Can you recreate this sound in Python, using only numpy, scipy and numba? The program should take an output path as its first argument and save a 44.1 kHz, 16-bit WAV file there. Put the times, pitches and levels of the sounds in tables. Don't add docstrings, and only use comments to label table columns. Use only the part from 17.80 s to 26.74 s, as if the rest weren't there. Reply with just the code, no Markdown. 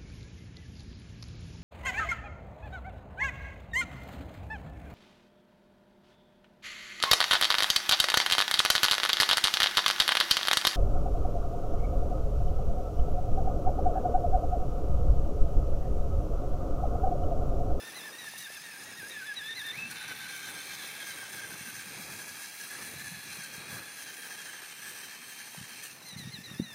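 import sys
import numpy as np
from scipy import signal
from scipy.io import wavfile
from scipy.ndimage import uniform_filter1d
from numba import njit

SR = 44100
rng = np.random.default_rng(int(sys.argv[2]) if len(sys.argv) > 2 else 0)


def to_linear_factor(level_db):
    exponent = np.asarray(level_db, float) / 20
    return 10 ** exponent


def materialize(psi):
    bounded = np.clip(np.atleast_2d(psi).T, -1, 1)
    quanta = np.round(bounded * 32767).astype(np.int16)
    wavfile.write(sys.argv[1], SR, quanta)


N = 394254
T = np.arange(N) / SR


@njit
def svf(x, hz, width):
    y, b, l = np.empty(len(x)), 0., 0.
    for i in range(len(x)):
        g, k = np.tan(np.pi * hz[i] / SR), width / hz[i]
        v = (b + g * (x[i] - l)) / (1 + g * (g + k))
        b, l, y[i] = 2 * v - b, l + 2 * g * v, k * v
    return y


def band(x, hz, width):
    hz = hz + np.zeros(N)
    return svf(svf(x, hz, 1.62 * width), hz, 1.62 * width)


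def unit(x):
    return x / np.sqrt(np.mean(x ** 2))


def noise_mode(hz, width, force=1):
    return unit(band(force * rng.standard_normal(N), hz, width))


def columns(table):
    s, *cols = np.transpose(table)
    return [np.interp(T, s, c) for c in cols]


def walk(rate):
    k = int(SR / rate)
    steps = np.repeat(rng.standard_normal(N // k + 1), k)
    return unit(uniform_filter1d(uniform_filter1d(steps, k), k)[:N])


def bursts(events):
    out = np.zeros(N + 4096)
    t = np.arange(-2048, 2048) / SR
    for s, db, hz, ms in events:
        i = int(s * SR)
        out[i:i + 4096] -= to_linear_factor(db) * np.exp(-(t / (0.00056 * ms)) ** 2) * np.cos(2 * np.pi * hz * t)
    return out[2048:N + 2048]


# t/s, peak level/dB, rise/s, fall/s
STEPS = [(.01, -69, 0.027, 0.045), (.32, -51, 0.33, 0.082), (1.03, -51.5, 0.025, 0.12),
         (1.939, -55, 0.17, 0.21), (2.31, -52, 0.017, 0.017), (2.71, -47, 0.028, 0.051),
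         (3.19, -54.5, 0.39, 0.098), (3.56, -51, 0.25, 0.15), (3.74, -53, 0.05, 0.11),
         (8.17, -64, 0.06, 0.049), (4.31, -49.5, 0.15, 0.18), (5.03, -51.5, 0.13, 0.15),
         (5.98, -50, 0.15, 0.047), (6.77, -55.5, 0.55, 0.19), (7.12, -57, 0.028, 0.14),
         (8.79, -63, .02, .02)]


def boots_db():
    hum_db = -57 - 0.2053 * T + walk(9)
    power = to_linear_factor(2 * hum_db)
    for s, db, rise, fall in STEPS:
        power = power + to_linear_factor(2 * db) * np.exp(-((T - s) / np.where(T < s, rise, fall)) ** 2)
    return 10 * np.log10(power)


# t/s, peak level/dB, f/Hz
TICKS = [
    (0.295, -42, 902),
    (0.442, -39, 1980),
    (0.536, -36.5, 1338),
    (0.701, -38.5, 952),
    (1.229, -37, 570),
    (2.698, -46, 444),
    (7.746, -36.5, 1266),
]


def snow(crunch_db):
    grains = rng.standard_normal(N) * to_linear_factor(2.1 * walk(150))
    crunch = 0
    for hz, width, db in [(438, 337, 4.8), (806, 560, 4.5), (1314, 640, 4.1)]:
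        crunch = crunch + to_linear_factor(db + 1.6 * walk(12)) * unit(band(grains, hz, width))
    ticks = bursts([(s + 0.0021, db - 0.5, 0.6 * hz, 1.6) for s, db, hz in TICKS])
    return to_linear_factor(crunch_db - 1.9) * unit(crunch) + ticks


# t/s, level/dB
GUSTS = [(0, -62), (.35, -62), (.95, -63), (1.05, -59), (1.45, -63.5), (2, -59), (3.2, -60), (3.7, -59),
         (4.3, -58), (4.83, -64), (5.15, -57.5), (5.65, -60.5), (5.97, -55.5), (6.1, -63), (7.6, -63.5),
         (8.25, -61), (8.45, -57), (8.94, -60.5)]
# t/s, peak level/dB, f/Hz, length/ms
THUMPS = [(1.981, -44.5, 148.5, 8.4), (2.06, -46, 232, 15), (3.695, -46, 150, 6.3),
          (3.724, -41, 191.6, 3.46), (3.812, -43, 163.4, 7.3), (3.877, -47.5, 233, 30),
          (4.073, -44, 182, 12), (4.197, -43, 205.8, 20), (4.319, -48, 229.8, 4.73), (5.165, -42, 137, 9.5),
          (5.325, -41, 171.2, 18), (5.372, -42, 152.7, 6.7), (5.515, -49, 131, 14), (5.591, -42, 182, 7.2),
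          (5.783, -40, 155, 5.4), (5.902, -44, 168.6, 6.6), (5.929, -37.5, 163, 7.4),
          (5.978, -46, 136.8, 8.8), (7.783, -40, 164.3, 11), (7.814, -36.5, 170.2, 5.4),
          (8.335, -42, 169, 9.5), (8.366, -34, 168, 7.8), (8.4, -36, 182, 6.2), (8.458, -36.5, 132.6, 13),
          (8.475, -32, 172.7, 6.1), (8.543, -40, 156.8, 11), (8.589, -36.5, 206, 5.6),
          (8.715, -36, 171, 6.7), (8.739, -38.5, 162.5, 8.7), (8.8, -19.5, 229, 5.3),
          (8.809, -36, 222.7, 7.2), (8.845, -44, 187, 10)]


def wind():
    gust_db = columns(GUSTS)[0]
    deep_db = -7.5 + 2.0 * (gust_db + 61.0)
    eddies = noise_mode(184.0, 123) + to_linear_factor(deep_db) * noise_mode(116, 56)
    shed = [(s + 0.0216, db - 10, 0.79 * hz, 14) for s, db, hz, ms in THUMPS]
    thumps = bursts(THUMPS + shed)
    return to_linear_factor(gust_db - 1.0 + 1.8 * walk(28)) * eddies + thumps - 2.7 * thumps ** 2


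# t/s, level/dB, lower, middle, upper f/Hz
PANELS = [(0, -21, 2300, 3700, 4050), (2.05, -8, 2280, 3770, 4120), (2.15, -7, 2274, 3600, 4010),
          (2.8, -5.5, 2296, 3550, 4030), (3.6, -8, 2212, 3491, 3980), (4.5, -12, 2250, 3850, 4094),
          (5.5, -6, 2430, 4050, 4250), (6.3, -11.5, 2449, 3950, 4200), (7.2, -12.5, 2430, 4090, 4367),
          (8.04, -10, 2420, 4036, 4300), (8.12, -12, 2428, 4050, 4270), (8.94, -22, 2440, 4050, 4300)]
PANEL_TILT_DB = (0, -1, -3)


def panels(beat):
    db, *centres = columns(PANELS)
    out = 0
    for hz, tilt_db in zip(centres, PANEL_TILT_DB):
        centre_hz = hz * (1 + 0.016 * walk(14))
        out = out + to_linear_factor(tilt_db + 2.35 * walk(35)) * noise_mode(centre_hz, 136, beat)
    return to_linear_factor(db) * out


# t/s, level/dB
SNAPS = [(.585, 7), (.745, 4), (1.04, 5), (1.29, 6), (1.54, 5), (1.87, 4), (2.11, 4), (5.64, 4), (6.23, 4),
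         (8.04, 4), (8.29, 4), (8.39, 5)]


def snap_db():
    return sum(db * np.exp(-((T - s) / .009) ** 2) for s, db in SNAPS)


def ring(beat, modes, flicker_db, shift):
    out = 0
    for hz, width, db in modes:
        centre_hz = hz * shift * (1 + 0.02 * walk(3.93))
        out = out + to_linear_factor(db + flicker_db * walk(22)) * noise_mode(centre_hz, width, beat)
    return unit(out)


# t/s, depth 0-1, lower, middle, upper f/Hz
VALLEYS = [(0, 0, 3000, 4350, 4880), (2, 0.4, 3020, 4400, 4700), (2.15, 0.9, 2930, 3280, 4740),
           (2.8, 0.7, 2810, 3170, 4746), (3.7, 1, 2989, 3719, 4736), (4.6, .85, 2950, 3640, 4660),
           (5.3, 0.76, 3003, 3660, 4770), (6.2, 0.79, 3040, 3669, 4842), (6.9, 0.5, 2900, 3400, 4800),
           (8, 0.69, 2920, 3385, 4913), (8.3, 0.48, 3022, 3472, 4880), (8.94, 0.69, 3034, 3490, 4805)]


def carve_valleys(hull):
    depth, *valleys = columns(VALLEYS)
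    for valley_hz, share in zip(valleys, (1, 1, .55)):
        cut = np.clip(share * depth + 0.2 * walk(4.04), 0, 1)
        hull = hull - cut * svf(hull, valley_hz * (1 + 0.014 * walk(5.1)), 220.0)
    return hull


TEETH_PER_TURN = 42
# t/s, mean mesh f/Hz, clatter level/dB, mesh tone level/dB,
# partner tone level/dB (the octave when creeping, the half-mesh tone at speed)
DRIVE = [(0, 1794, -50.5, -57, -50), (.9, 1752, -49.5, -52, -53.5), (1.4, 1768, -51.5, -51.5, -50),
         (1.6, 1774, -52, -51, -43.5), (1.92, 1796, -50.5, -39, -36.5), (1.985, 2580, -49, -38, -47),
         (2.087, 2676, -51, -41, -62), (2.111, 3026, -48, -62, -57.5), (3.05, 3272, -44.5, -53, -54),
         (3.68, 3194, -46, -60.5, -55.5), (4.4, 3275, -45.5, -63, -58), (5.15, 3400, -46, -61, -57),
         (6.4, 3178, -47.5, -57, -59.5), (7.3, 3160, -48, -57, -62), (7.99, 3170, -48.5, -59.5, -65),
         (8.025, 3223, -48.5, -53, -68), (8.06, 2930, -48, -56, -72), (8.085, 2760, -52.5, -56, -72),
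         (8.11, 2610, -52, -53, -75), (8.135, 2450, -52.5, -66, -73), (8.21, 1994, -55.5, -70, -67),
         (8.26, 1894, -52.5, -60, -46), (8.94, 1855, -55.5, -55.5, -52)]
# t/s, f/Hz, level/dB above the other low modes
MAIN_MODE = [(0, 1730, -6), (2.05, 1645, -1.5), (2.15, 1577, -3), (4, 1617, -4.5), (5.2, 1696, -1),
             (5.6, 1627, -3.5), (6.5, 1706, 0.5), (8, 1720, -4), (8.2, 1783, -9), (8.94, 1780, -3)]
# f/Hz, width/Hz, level/dB
HULL_LOW = [(890, 174, -9.5), (1296, 200, -9), (1870, 340, -2.5), (2340, 255, -4.5), (2783, 340, -1),
            (3400, 420, -7.5), (4124, 1120, -3)]
HULL_MID = [(4580, 2200, -1), (5200, 1580, -2), (5500, 970, -9.5), (6445, 320, -1), (7620, 2070, -4)]
HULL_TOP = [(8870, 640, 5), (9634, 460, 6.5), (11300, 11000, 9.5), (13160, 1300, -0.5), (15200, 640, -6)]


def clatter(phase, slack, bite_db, echo_shift):
    turn = phase / TEETH_PER_TURN
    shaft_db = 1.08 * np.sin(turn) + 0.87 * np.sin(2 * turn)
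    beat = to_linear_factor(shaft_db + 0.13 * walk(17) + 0.11 * bite_db - 2.3 * slack)
    beat = beat * to_linear_factor(1.9 * np.minimum(rng.exponential(size=N), 8))
    snaps_db = snap_db()
    whole_db = columns(DRIVE)[1] + 0.45 * walk(17)
    swell_2s_db = 5 * np.exp(-((T - 2) / 0.83) ** 2)
    low_db = -4.5 + swell_2s_db + 0.71 * walk(6.4)
    rattle_db = .15 * bite_db + .8 * walk(30) + snaps_db
    top_db = -3.5 + 0.65 * walk(24) + 0.7 * snaps_db
    main_hz, main_db = columns(MAIN_MODE)
    main_db = main_db + .7 * bite_db - 2.0 - 1.1 * slack + 1.1 * walk(50)
    low = ring(beat, HULL_LOW, flicker_db=0.5, shift=0.94)
    low = low + to_linear_factor(main_db) * noise_mode(main_hz, 121, beat)
    low = low + panels(beat)
    hull = to_linear_factor(low_db + 1.5) * low
    hull = hull + to_linear_factor(rattle_db - 4.0) * ring(beat, HULL_MID, flicker_db=1.0, shift=0.96)
    top_db = top_db + 0.41 * rattle_db + 1.0
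    hull = hull + to_linear_factor(top_db) * ring(beat, HULL_TOP, flicker_db=1.5, shift=echo_shift)
    return to_linear_factor(whole_db) * carve_valleys(hull)


def whine(phase, slack, tone_db, octave_db, half_db):
    turn = phase / TEETH_PER_TURN
    wobble = .45 * np.sin(turn) + .38 * walk(180)
    rasp = .42 * walk(350)
    flutter_db = 3.0 * walk(80)
    tone = to_linear_factor(tone_db - 1.6 - 8 * slack + flutter_db) * np.sin(phase + wobble)
    octave_gain = to_linear_factor(octave_db - 4.0 - 16 * slack - 0.84 * flutter_db + 1.5 * walk(40))
    octave = octave_gain * np.sin(2 * (phase + wobble) + rasp)
    twelfth = np.sin(3 * (phase + wobble) + 1.9 * walk(300))
    half_gain = to_linear_factor(half_db + 7 - 5 * slack + 2 * walk(60))
    half = half_gain * np.sin(phase / 2 + .5 * np.sin(turn) + .25 * walk(150))
    three_halves_gain = to_linear_factor(np.minimum(tone_db - 4, -56.5) - 6 * slack + 3.5 * walk(45))
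    three_halves = three_halves_gain * np.sin(3 * phase / 2 + wobble + 1.1 * walk(200))
    octave = band(octave, 3820, 760)
    steady_twelfth = to_linear_factor(-52.5) * band(twelfth, 5095, 165)
    loaded_twelfth = to_linear_factor(-8.5) * band(to_linear_factor(np.minimum(octave_db, -49)) * twelfth, 5960, 570)
    three_halves = band(three_halves, 2510, 380)
    half = band(half, columns(MAIN_MODE)[0], 275.0)
    return np.sqrt(2) * (tone + octave + steady_twelfth + loaded_twelfth + three_halves + half)


# t/s, slowest/%, race/ms, fastest/%, bite level/dB
CREEP_OUT = [(0.017, -3, 53, 2, 4.5), (.108, -5.5, 52, 13, 3), (.208, -3, 34, 0.5, 4.5),
             (.296, -7, 30.6, 4.5, 2), (0.371, 2, 10, 10, 2), (0.463, 1, 1.7, 1.5, 5),
             (0.487, -6.5, 37, 3, 1), (0.573, 1, 18, 9, 1.5), (0.649, 4, 1.7, 3, 7),
             (0.671, -10, 40, 1, -0.5), (.752, 1.5, 2.34, 1.5, 5), (.78, -11, 35, 1.5, 1),
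             (.822, -4, 8.8, 7.5, -1.5), (.894, .5, 1.7, 2, -4), (.948, -10, 30, -8, -9),
             (.986, -7, 12, 1, 1.5), (1.029, -5.5, 26, 8, -4), (1.094, 7.5, 1.85, 7, -3),
             (1.14, -7.5, 32, 5.5, 2.5), (1.222, -12, 42.5, -6.5, 2.5), (1.275, -6.5, 21.7, 6.5, 3),
             (1.377, -3, 2.1, -3, 3.5), (1.411, -12, 21, -14, 2.5), (1.442, -15, 18, -1, 7),
             (1.529, -7.5, 34, 10, 2.5), (1.62, -5.5, 84, 1.5, 4.5), (1.739, 2, 22, 15, -1.5),
             (1.821, -6.5, 29, 1.5, -1), (1.896, -2, 6.1, 0, -7)]
CREEP_AWAY = [(8.245, 5.5, 9.9, 10.5, -0.5), (8.357, -2.5, 9.7, 9.5, 2.5), (8.445, -3.5, 22, 0, 0.5),
              (8.5, -1.5, 17.3, 11.5, 2.5), (8.58, -8.5, 16.5, -4.5, -2), (8.626, -5.5, 7.7, 9, -1),
              (8.679, -1.5, 25, -1, 2), (8.766, -9, 15, -1, 0), (8.815, -1, 8.4, 8.5, 0),
              (8.859, 1, 10.6, -0.5, 2.5), (8.94, -7, 10, -1.5, -3)]


def lug_slip():
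    s, slow, ms, fast, bite = np.transpose(CREEP_OUT + CREEP_AWAY)
    free = s + ms / 1000
    hold = np.minimum(free + .018, (free + np.append(s[1:], 10)) / 2)
    times = np.ravel([s, free, hold], order="F")
    creep = np.interp(T, times, np.ravel([slow, fast, fast], order="F"))
    last = np.clip(np.searchsorted(s, T) - 1, 0, None)
    return creep, uniform_filter1d(bite[last], size=600)


# t/s, length/s, bite level/dB, stroke f/Hz
BITES = [(2.094, 0.041, -37.5, 1570), (2.152, 0.036, -43, 1591), (2.199, 0.055, -40.5, 1552),
         (2.272, 0.063, -39.5, 1592), (2.341, 0.043, -52, 1663), (2.387, 0.092, -42, 1579),
         (2.47, 0.12, -42.5, 1611), (2.581, 0.034, -45, 1634), (2.618, 0.095, -42, 1592),
         (2.729, 0.085, -46, 1589), (2.886, 0.074, -45, 1580), (2.975, 0.07, -45.5, 1660),
         (3.094, 0.029, -46, 1563), (3.146, 0.04, -46, 1600), (3.193, 0.047, -42.5, 1617),
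         (3.259, 0.066, -43, 1568), (3.367, 0.035, -43, 1550), (3.397, 0.076, -46, 1540),
         (3.519, 0.029, -41.5, 1671), (3.554, 0.062, -41, 1584), (3.607, 0.067, -44.5, 1600),
         (3.698, 0.052, -45.5, 1550), (3.77, 0.069, -50.5, 1647), (3.846, 0.068, -47, 1572),
         (3.938, 0.0402, -49, 1680), (3.986, 0.045, -46.5, 1614), (4.07, 0.038, -53, 1630),
         (4.125, 0.07, -55, 1689), (4.203, 0.05, -56, 1680), (4.294, 0.064, -51, 1658),
         (4.385, 0.05, -49.5, 1636), (4.473, 0.037, -48, 1676), (4.545, 0.04, -51.5, 1643),
         (4.615, 0.05, -52, 1610), (4.791, 0.037, -52, 1656), (4.829, 0.031, -49, 1620),
         (4.897, 0.067, -50, 1674),
         (5.007, 0.086, -52, 1711), (5.134, 0.04, -59, 1714), (5.178, 0.053, -49.5, 1726),
                 (5.234, 0.056, -51, 1703), (5.336, 0.033, -54, 1697), (5.454, 0.059, -56, 1652),
                 (5.515, 0.028, -50, 1570), (5.585, 0.095, -50, 1584), (5.725, 0.036, -50, 1635),
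                 (5.797, 0.042, -57, 1612), (5.88, 0.12, -53.5, 1688), (6.052, 0.078, -55, 1715),
                 (6.16, 0.088, -50, 1654), (6.258, 0.059, -47, 1641), (6.328, 0.03, -51, 1638),
                 (6.362, 0.05, -48, 1683), (6.413, 0.066, -49, 1634),
         (6.499, 0.064, -46, 1654), (6.568, 0.069, -50, 1673), (6.645, 0.065, -46.5, 1624),
             (6.72, 0.092, -49.5, 1615), (6.81, .06, -48, 1619), (6.874, 0.058, -51, 1637),
             (6.98, 0.029, -51, 1624), (7.015, 0.1, -47, 1675), (7.146, 0.084, -45.5, 1632),
             (7.225, 0.04, -45, 1632), (7.301, 0.065, -45.5, 1635), (7.41, 0.044, -47, 1647),
             (7.475, 0.066, -46, 1638), (7.58, 0.044, -42, 1635), (7.655, 0.036, -44, 1664),
             (7.739, 0.073, -46, 1623), (7.812, 0.048, -47, 1669), (7.88, 0.072, -44, 1655),
             (7.96, 0.054, -49, 1629), (8.02, 0.067, -42, 1660)]


def bites():
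    s, length, db, hz = np.transpose(BITES)
    off_pct = 100 * (hz / uniform_filter1d(hz, size=9) - 1)
    sag = np.minimum(95 * length / 2, 3.23)
    start, end = s + .006, s + length - .006
    times = np.ravel([start, end], order="F")
    saw = np.interp(T, times, np.ravel([off_pct + sag, off_pct - sag], order="F"))
    last = np.clip(np.searchsorted(start, T) - 1, 0, None)
    relative_db = db - uniform_filter1d(db, size=15)
    bite_db = np.where(T < end[last], relative_db[last], -7)
    return saw, uniform_filter1d(bite_db, size=300)


def swell_db(hz, mode):
    return mode[2] / (1 + ((hz - mode[0]) / mode[1]) ** 2)


# mesh f/Hz, width/Hz, level/dB
SAG_MODE, CLIMB_MODE = (1613, 125, 8.4), (2016, 81, 6.8)
# mesh f/Hz, width/Hz, level/dB
OCTAVE_VALLEY = (1610, 70, -14)


def drive():
    mean_hz, _, tone_db, partner_db = columns(DRIVE)
    (creep, creep_db), (saw, lug_db) = lug_slip(), bites()
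    creeping = (T < CREEP_OUT[-1][0]) | (T > CREEP_AWAY[0][0])
    fast = np.clip((mean_hz - 2850) / 150, 0, 1)
    creep_pct = uniform_filter1d(creep * creeping, size=300)
    mesh_hz = mean_hz * (1 + (creep_pct + saw * fast) / 100)
    creep_db, lug_db = creep_db * creeping, lug_db * fast
    octave_db = partner_db + creep_db - 4 * fast
    octave_db = octave_db + swell_db(mesh_hz, CLIMB_MODE) + swell_db(mesh_hz, OCTAVE_VALLEY)
    tone_db = tone_db + creep_db + .5 * lug_db + 1.5 * fast + swell_db(mesh_hz, SAG_MODE)
    half_db = partner_db + creep_db + lug_db - 12 * (1 - fast)
    return mesh_hz, lug_db, tone_db, octave_db, half_db


# t/s, notch f/Hz
SNOW_NOTCH = [(0, 12000), (.9, 11300), (1.3, 11700), (2.5, 11060), (3.3, 11100), (4.1, 10840), (4.6, 11500),
              (5.7, 10880), (6.3, 11130), (7.5, 10830), (8.94, 11300)]


def vehicle():
    mesh_hz, bite_db, *tones_db = drive()
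    climb = uniform_filter1d(np.gradient(np.log(mesh_hz)) * SR, size=500)
    slack = np.clip(climb / 6.6, 0, 1)
    phase = 2 * np.pi * np.cumsum(mesh_hz * (1 + .0035 * walk(40))) / SR
    notch_hz = columns(SNOW_NOTCH)[0] * (1 + 0.006 * walk(7.1))
    echo_shift = np.sqrt(notch_hz / np.mean(notch_hz))
    direct = whine(phase, slack, *tones_db) + clatter(phase, slack, bite_db, echo_shift)
    trade = np.clip(.5 + .3 * walk(3), 0, 1)
    direct = direct - (.82 - .4 * trade) * svf(direct, 1.022 * notch_hz, 600.0)
    return direct - (.42 + .4 * trade) * svf(direct, .972 * notch_hz, 600.0)


def scene():
    return (vehicle() + wind() + snow(boots_db()))[None]


# f/Hz, level/dB
HUSH_UNDER = [(1200, -60), (2000, -20), (3000, -9.5), (5000, -6.5), (7000, -4.2), (9500, -4), (11000, -5.2),
              (12000, -3.6), (13000, -2.9), (14500, -2.5), (15300, -1), (15700, 0)]


def hush(x):
    linger = 9
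    hz, _, z = signal.stft(x, fs=SR, nperseg=1024, noverlap=768)
    power = uniform_filter1d(np.abs(z) ** 2, size=linger, axis=1)
    power = power.reshape(171, 3, -1).mean(axis=1)
    power_db = 10 * np.log10(np.abs(power) + 1e-20)
    under_db = np.repeat(power_db - uniform_filter1d(power_db, size=23, axis=0), 3, axis=0)
    mood = uniform_filter1d(rng.standard_normal(power.shape), size=linger, axis=1) * np.sqrt(linger)
    mood_db = 1.15 * np.repeat(mood, 3, axis=0)
    shut = under_db + mood_db < np.interp(hz, *np.transpose(HUSH_UNDER))[:, None]
    return signal.istft(z * to_linear_factor(-50 * shut), nperseg=1024, noverlap=768)[1][:N]


def band_limit(x):
    return signal.sosfilt(signal.butter(12, 15810, fs=SR, output="sos"), x)


def record(dry):
    port = signal.sosfilt(signal.butter(2, 71, "high", fs=SR, output="sos"), dry)
    top_cut = signal.ellip(10, .2, 70, 15740, fs=SR, output="sos")
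    mix = signal.sosfilt(top_cut, hush(port[0]))[None]
    return band_limit(mix)


dry = scene()
out = record(dry)
materialize(out)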